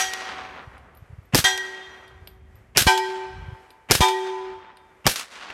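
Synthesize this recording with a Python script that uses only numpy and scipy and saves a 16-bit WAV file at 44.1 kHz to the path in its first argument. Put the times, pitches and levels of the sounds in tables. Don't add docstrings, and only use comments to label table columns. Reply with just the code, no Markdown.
import sys
import numpy as np
from scipy import signal
from scipy.fft import rfft, irfft, next_fast_len
from scipy.io import wavfile
from scipy.ndimage import uniform_filter1d

SR = 44100
rng = np.random.default_rng(int(sys.argv[2]) if len(sys.argv) > 2 else 0)


def store_pcm(level_fs):
    pcm = np.round(np.clip(level_fs, -1, 1) * 32767).astype(np.int16)
    wavfile.write(sys.argv[1], SR, np.atleast_2d(pcm).T)


N = 243873
TIME = np.arange(N) / SR
AGE = TIME[:N // 2]


def undb(db):
    return 10 ** (np.asarray(db) / 20)


def fade(t60_s, age=AGE):
    return np.exp(-np.log(1000) * age / t60_s)


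def burst(start_s, rise_s, t60_s):
    age = np.maximum(AGE - start_s, 0)
    return (1 - np.exp(-age / rise_s)) * fade(t60_s, age)


def add(out, start_s, x):
    offset = int(round(start_s * SR))
    first, end = max(offset, 0), min(offset + len(x), len(out))
    if end > first:
        out[first:end] += x[first - offset:end - offset]


def noise(spectrum, size=len(AGE)):
    hz, db = np.transpose(spectrum)
    n = next_fast_len(size)
    bins_hz = np.maximum(np.fft.rfftfreq(n, 1 / SR), 1)
    gain = undb(np.interp(np.log(bins_hz), np.log(hz), db))
    x = irfft(rfft(rng.standard_normal(n)) * gain, n)[:size]
    return x / x.std()


def flicker(rate_hz, depth_db, size=len(AGE)):
    steps = rng.standard_normal(4096)
    return undb(depth_db * np.interp(TIME[:size] * rate_hz, np.arange(len(steps)), steps))


def pressure_wave(start_s, push_s):
    age = np.maximum(AGE - start_s, 0) / push_s
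    return (AGE > start_s) * (1 - age) * np.exp(-age)


def boom(hz):
    return noise([(hz / 8, -26), (hz / 3, -7), (hz, 0), (1.5 * hz, -4), (2.3 * hz, -20), (7 * hz, -44)])


# freq_hz, level_db
CLICK_SPECTRUM = [(150, 0), (600, 0.5), (1500, 0), (2800, 5.5), (3500, -8.5), (4200, -14.5), (7000, -17.5),
                  (14000, -33)]
CRACK_SPECTRUM = [(120, -31), (200, 1.5), (334, -18), (590, -18), (851, -16), (1620, -8), (2510, -12.5),
                  (3690, -14), (4040, -16), (4860, -6.5), (8740, -17.5), (12800, -17), (16000, -43)]
GAS_SPECTRUM = [(59, -31), (100, -8), (181, -5), (295, -10.5), (872, -9.5), (1030, -17.5), (1610, -2),
                (1830, -6.5), (2990, -4.5), (6020, -5.5), (6990, -9), (12900, -9.5), (16000, -27.5)]
# start_s, crack_db, wave_db, boom_hz, gas_db, slide_db, recoil_db, jolt_db, echo_db
PISTOL_SHOTS = [(-.14, -6.5, -9.5, 600, -42, -16, -15, -21, -25),
                (1.3463, -6, -7.5, 420, -18, -16.5, -9.5, -16, -36),
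                (2.7715, -4, -18.5, 571, -15, -34.5, -24.5, -20.5, -36.5),
                (3.9101, -3, -8, 512, -18.5, -11, -19, -18, -33.5),
                (5.0658, -6, -8.5, 800, -21, -43, -15, -36.5, -30)]


def pistol(ground_s=.0066, slide_s=.0415, trigger_db=-30, striker_db=-15, reset_s=.435, reset_db=-28):
    out = np.zeros(N)
    for start_s, crack_db, wave_db, boom_hz, gas_db, slide_db, *_ in PISTOL_SHOTS:
        trigger = noise(CLICK_SPECTRUM) * burst(0, .003, .24)
        striker = noise(CLICK_SPECTRUM) * burst(0, .0024, .07)
        add(out, start_s - .023, undb(crack_db + trigger_db) * trigger)
        add(out, start_s - .012, undb(crack_db + striker_db) * striker)
        crack = noise(CRACK_SPECTRUM) * flicker(1500, 2.5)
        crack *= burst(0, .0005, .022) + undb(-2) * burst(ground_s, .0002, .018)
        wave = pressure_wave(0, .0029) + undb(-2.5) * pressure_wave(ground_s, .011)
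        wave += undb(-1) * boom(boom_hz) * burst(0, .0011, .065)
        gas = noise(GAS_SPECTRUM) * flicker(250, 2.2) * burst(.003, .003, .7)
        gas *= fade(.17, np.maximum(AGE - .049, 0))
        slide = noise(CRACK_SPECTRUM) * burst(slide_s, .0017, .033)
        slide -= undb(9) * pressure_wave(slide_s, .00043)
        blast = undb(crack_db) * crack + undb(wave_db) * wave
        add(out, start_s, blast + undb(gas_db) * gas + undb(slide_db) * slide)
    reset = noise(CLICK_SPECTRUM) * burst(0, .0013, .037)
    add(out, PISTOL_SHOTS[-1][0] + reset_s, undb(reset_db) * reset)
    return out


def air_push(centre_s, level_db, pitch_hz, width_cycles=.52):
    out = np.zeros(N)
    cycles = (TIME - centre_s) * pitch_hz
    near = abs(cycles) < 3
    window = np.exp(-(cycles[near] / width_cycles) ** 2)
    out[near] = -undb(level_db) * np.sin(2 * np.pi * cycles[near]) * window
    return out


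def pistol_thumps():
    out = np.zeros(N)
    for start_s, *_, recoil_db, jolt_db, _ in PISTOL_SHOTS:
        out += air_push(start_s - .0054, recoil_db, pitch_hz=150)
        out += air_push(start_s + .045, jolt_db, pitch_hz=110)
    return out


def absorb(x, loss_db):
    hz, age, spectrum = signal.stft(x, SR, nperseg=512)
    khz = hz[:, None] / 1000
    return signal.istft(spectrum * undb(-loss_db * khz * age), SR)[1][:len(x)]


# freq_hz, level_db
TREE_SPECTRUM = [(80, -40.5), (200, -15.5), (350, -17), (600, -12), (1100, -5), (1500, -4), (2400, -4),
                 (4000, -4), (6500, -3.5), (10000, -3), (14000, -9)]


def forest():
    out = np.zeros(N)
    near_trees = undb(15.5) * burst(start_s=.047, rise_s=.07, t60_s=.47)
    treeline = undb(22) * burst(start_s=.23, rise_s=.67, t60_s=1.893)
    for start_s, *_, echo_db in PISTOL_SHOTS:
        trunks = noise(TREE_SPECTRUM) * flicker(30, 2.4) * flicker(500, 2.2)
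        add(out, start_s, undb(echo_db) * (near_trees + treeline) * absorb(trunks, loss_db=10))
    return out


# pitch_hz, t60_s, strike1_db, strike2_db, strike3_db, strike4_db
PLATE_MODES = [(377.4, 2.7, -47, -36, -24, -23), (490, .7, -56, -46, -38, -36),
               (753.5, .35, -26, -25, -17, -18), (754, 2.6, -37, -41, -40, -42),
               (833, .6, -42, -36, -29, -27), (888, 1.0, -44, -33, -13, -14),
               (993, .36, -42, -27, -15, -10), (1216, .28, -48, -47, -32, -18),
               (1564, .55, -32, -24, -15, -31), (1592, .45, -31, -19, -28, -29),
               (1898, .75, -23, -18, -25, -26), (1910, .6, -30, -27, -24, -25),
               (2008, .35, -34, -23, -33, -30), (2334, .42, -36, -30, -19, -19),
               (2431, .35, -39, -39, -23, -22), (2973, .36, -40, -52, -20, -30),
               (3227, .36, -24, -15, -16, -17), (3354, .34, -38, -23, -24, -23),
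               (3607, .25, -31, -21, -35, -12), (4011, .28, -33, -25, -28, -32),
               (4125, .35, -44, -29, -26, -38), (4655, .3, -44, -42, -29, -36),
               (5000, .3, -38, -35, -39, -27), (5070, .3, -39, -35, -26, -44),
               (5733, .33, -24, -30, -39, -50), (5843, .35, -23, -20, -35, -52),
               (6501, .28, -22, -21, -35, -42), (7558, .33, -41, -34, -29, -39),
               (7897, .3, -29, -29, -33, -36), (8331, .3, -39, -31, -34, -35)]


def plate_ring(strike, detune=.003):
    ring = np.zeros(len(AGE))
    for hz, t60_s, *shares_db in PLATE_MODES:
        age = AGE[AGE < t60_s]
        wobble = .65 * min(hz / 2000, 1) * np.log(flicker(60, 8.7, size=len(age)))
        phase = 2 * np.pi * hz * age + wobble
        twin_gain = .4 * min(hz / 1000, 1) ** 2
        pair = (np.sin(phase) + twin_gain * np.sin(phase * (1 + detune))) / (1 + twin_gain)
        waver = flicker(35, min(hz / 800, 3.5), size=len(age))
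        add(ring, 0, undb(shares_db[strike]) * pair * waver * fade(t60_s, age))
    return ring


# freq_hz, level_db
IMPACT_SPECTRUM = [(150, -22.5), (500, -7), (1000, -3), (2500, 0.5), (4500, 1), (6500, -2.5), (9000, -8),
                   (12500, -11), (16000, -35)]


def plate_clang(count=70, t60_s=.23):
    age = AGE[:SR // 2]
    position, strength = rng.random((count, 2)).T
    hz = 1200 + 12000 * position ** 1.5
    gains = strength * undb(np.interp(hz, *np.transpose(IMPACT_SPECTRUM)))
    modes = np.sin(2 * np.pi * hz[:, None] * age)
    return gains @ modes / np.linalg.norm(gains) * fade(t60_s, age)


# start_s, ring_db, splash_db, rise_s, knock_db, swing_s, damping_db
PLATE_STRIKES = [(-.03, 4.5, -11.5, 0.014, -14, 0.58, -10), (1.441, 2, -14.5, 0.0089, -20.5, 1.3, -10.5),
                 (2.8671, 1, -13.5, 0.0097, -1, 0.38, -24), (4.0058, 1.5, -13, 0.018, 0, 0.49, -21)]


def plate(echo_db=-19):
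    out = np.zeros(N)
    for strike, row in enumerate(PLATE_STRIKES):
        start_s, ring_db, splash_db, rise_s, knock_db, swing_s, damping_db = row
        damping = undb(damping_db * np.clip((AGE - swing_s) / .2, 0, 1))
        ring = undb(ring_db) * plate_ring(strike) * damping
        add(ring, 0, undb(splash_db - 3) * plate_clang())
        ring *= 1 - np.exp(-AGE / rise_s)
        splash = noise(IMPACT_SPECTRUM) * flicker(300, .6)
        splash *= undb(-5) * burst(0, rise_s, .27) + undb(-5.5) * burst(0, .0002, .073)
        hit = ring + undb(splash_db) * splash
        scatter = absorb(rng.standard_normal(len(AGE)), loss_db=4) * burst(.015, .05, 1.9)
        echo = signal.fftconvolve(hit, scatter / np.linalg.norm(scatter))[:len(AGE)]
        knock = uniform_filter1d(pressure_wave(.00099, .0027), size=24)
        knock += undb(-19) * boom(490) * burst(0, .00077, .058)
        add(out, start_s, hit + undb(echo_db) * echo - undb(knock_db) * knock)
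        out += air_push(start_s - .0032, knock_db - 17, pitch_hz=78)
    return out


# freq_hz, level_db
RUMBLE_SPECTRUM = [(20, -21), (50, 4), (85, 0.5), (150, -10.5), (250, -20), (500, -41.5), (2000, -75)]
HUSH_SPECTRUM = [(40, -24), (150, -10), (400, -2), (1000, -8), (2000, -7), (4000, -24), (8000, -27),
                 (12000, -31), (14000, -36.5), (16000, -56)]
# peak_s, level_db, half_length_s
WIND_GUSTS = [(0.623, -56.5, 0.98), (2.486, -49.5, 0.38), (3.413, -40.5, 0.11), (4.538, -55.5, 0.064)]


def breeze(calm_db=-67, hush_db=-60.5):
    gusts = sum(undb(db) * np.exp(-((TIME - peak_s) / half_s) ** 2) for peak_s, db, half_s in WIND_GUSTS)
    rumble = noise(RUMBLE_SPECTRUM, size=N) * flicker(12, 2.4, size=N)
    hush = noise(HUSH_SPECTRUM, size=N) * flicker(6.6, 3.7, size=N)
    return (undb(calm_db) + gusts) * rumble + undb(hush_db) * hush


# start_s, level_db, spray_t60_s
DIRT_SLAPS = [(0.135, -29.5, 0.022), (1.576, -31.5, 0.041), (2.9754, -30.5, 0.088), (4.083, -32, 0.13),
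              (5.158, -29, 0.13), (5.195, -32.5, 0.025)]


def dirt_slaps():
    out = np.zeros(N)
    snap = undb(4) * burst(0, .00022, .018)
    settle = undb(-15) * burst(0, .045, .083)
    for start_s, level_db, spray_t60_s in DIRT_SLAPS:
        spray = undb(3.5) * burst(0, .00076, spray_t60_s)
        grit = noise(IMPACT_SPECTRUM) * flicker(860, .93)
        add(out, start_s, undb(level_db) * grit * (snap + spray + settle))
    return out


# centre_s, level_db
WIND_BUFFETS = [(0.677, -31.5), (1.026, -34.5), (1.105, -34.5), (1.133, -31), (1.188, -30), (2.224, -37),
                (3.429, -32), (3.488, -24.5), (3.529, -28)]


def buffets():
    return sum(air_push(centre_s, level_db, pitch_hz=94.3) for centre_s, level_db in WIND_BUFFETS)


# freq_hz, level_db
TICK_SPECTRUM = [(500, 4), (1300, 0), (2500, 3.5), (4800, 3), (6500, -24), (9000, -3), (13000, -12),
                 (15000, -30)]
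# start_s, tick_db, ring_db
CASE_LANDINGS = [(.78, -49.5, -76), (0.949, -57.5, -56), (0.972, -55, -50), (2.079, -46, -66.5),
                 (2.2737, -35.5, -40), (3.705, -42, -57.5), (4.7705, -43, -73.5)]


def cases(modes_hz=(11200, 12200, 13000), bounce_s=.282):
    out = np.zeros(N)
    for start_s, tick_db, ring_db in CASE_LANDINGS:
        tick = undb(tick_db) * noise(TICK_SPECTRUM)
        tick *= burst(0, .0001, .015) + undb(-19) * burst(0, .002, .21)
        pitches_hz = [hz * (1 + .02 * rng.standard_normal()) for hz in modes_hz]
        ring = sum(np.sin(2 * np.pi * hz * AGE) for hz in pitches_hz) / 2
        ring *= undb(ring_db) * flicker(1300, 4.3)
        ring *= burst(0, .0005, .05) + undb(-14) * burst(0, .01, .2)
        add(out, start_s, tick + ring)
        add(out, start_s + bounce_s, undb(-25) * tick + undb(-13.5) * ring)
    return out


def scene():
    shooting = pistol() + pistol_thumps() + forest() + plate() + dirt_slaps() + cases()
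    return (shooting + buffets() + breeze())[None]


def record(dry, low_hz=48, top_hz=16000):
    low_cut = signal.butter(2, low_hz, "highpass", fs=SR, output="sos")
    high_cut = signal.ellip(8, .2, 70, top_hz, fs=SR, output="sos")
    rounded = np.tanh(signal.sosfilt(low_cut, dry))
    return signal.sosfilt(high_cut, rounded)


dry = scene()
out = record(dry)
store_pcm(out)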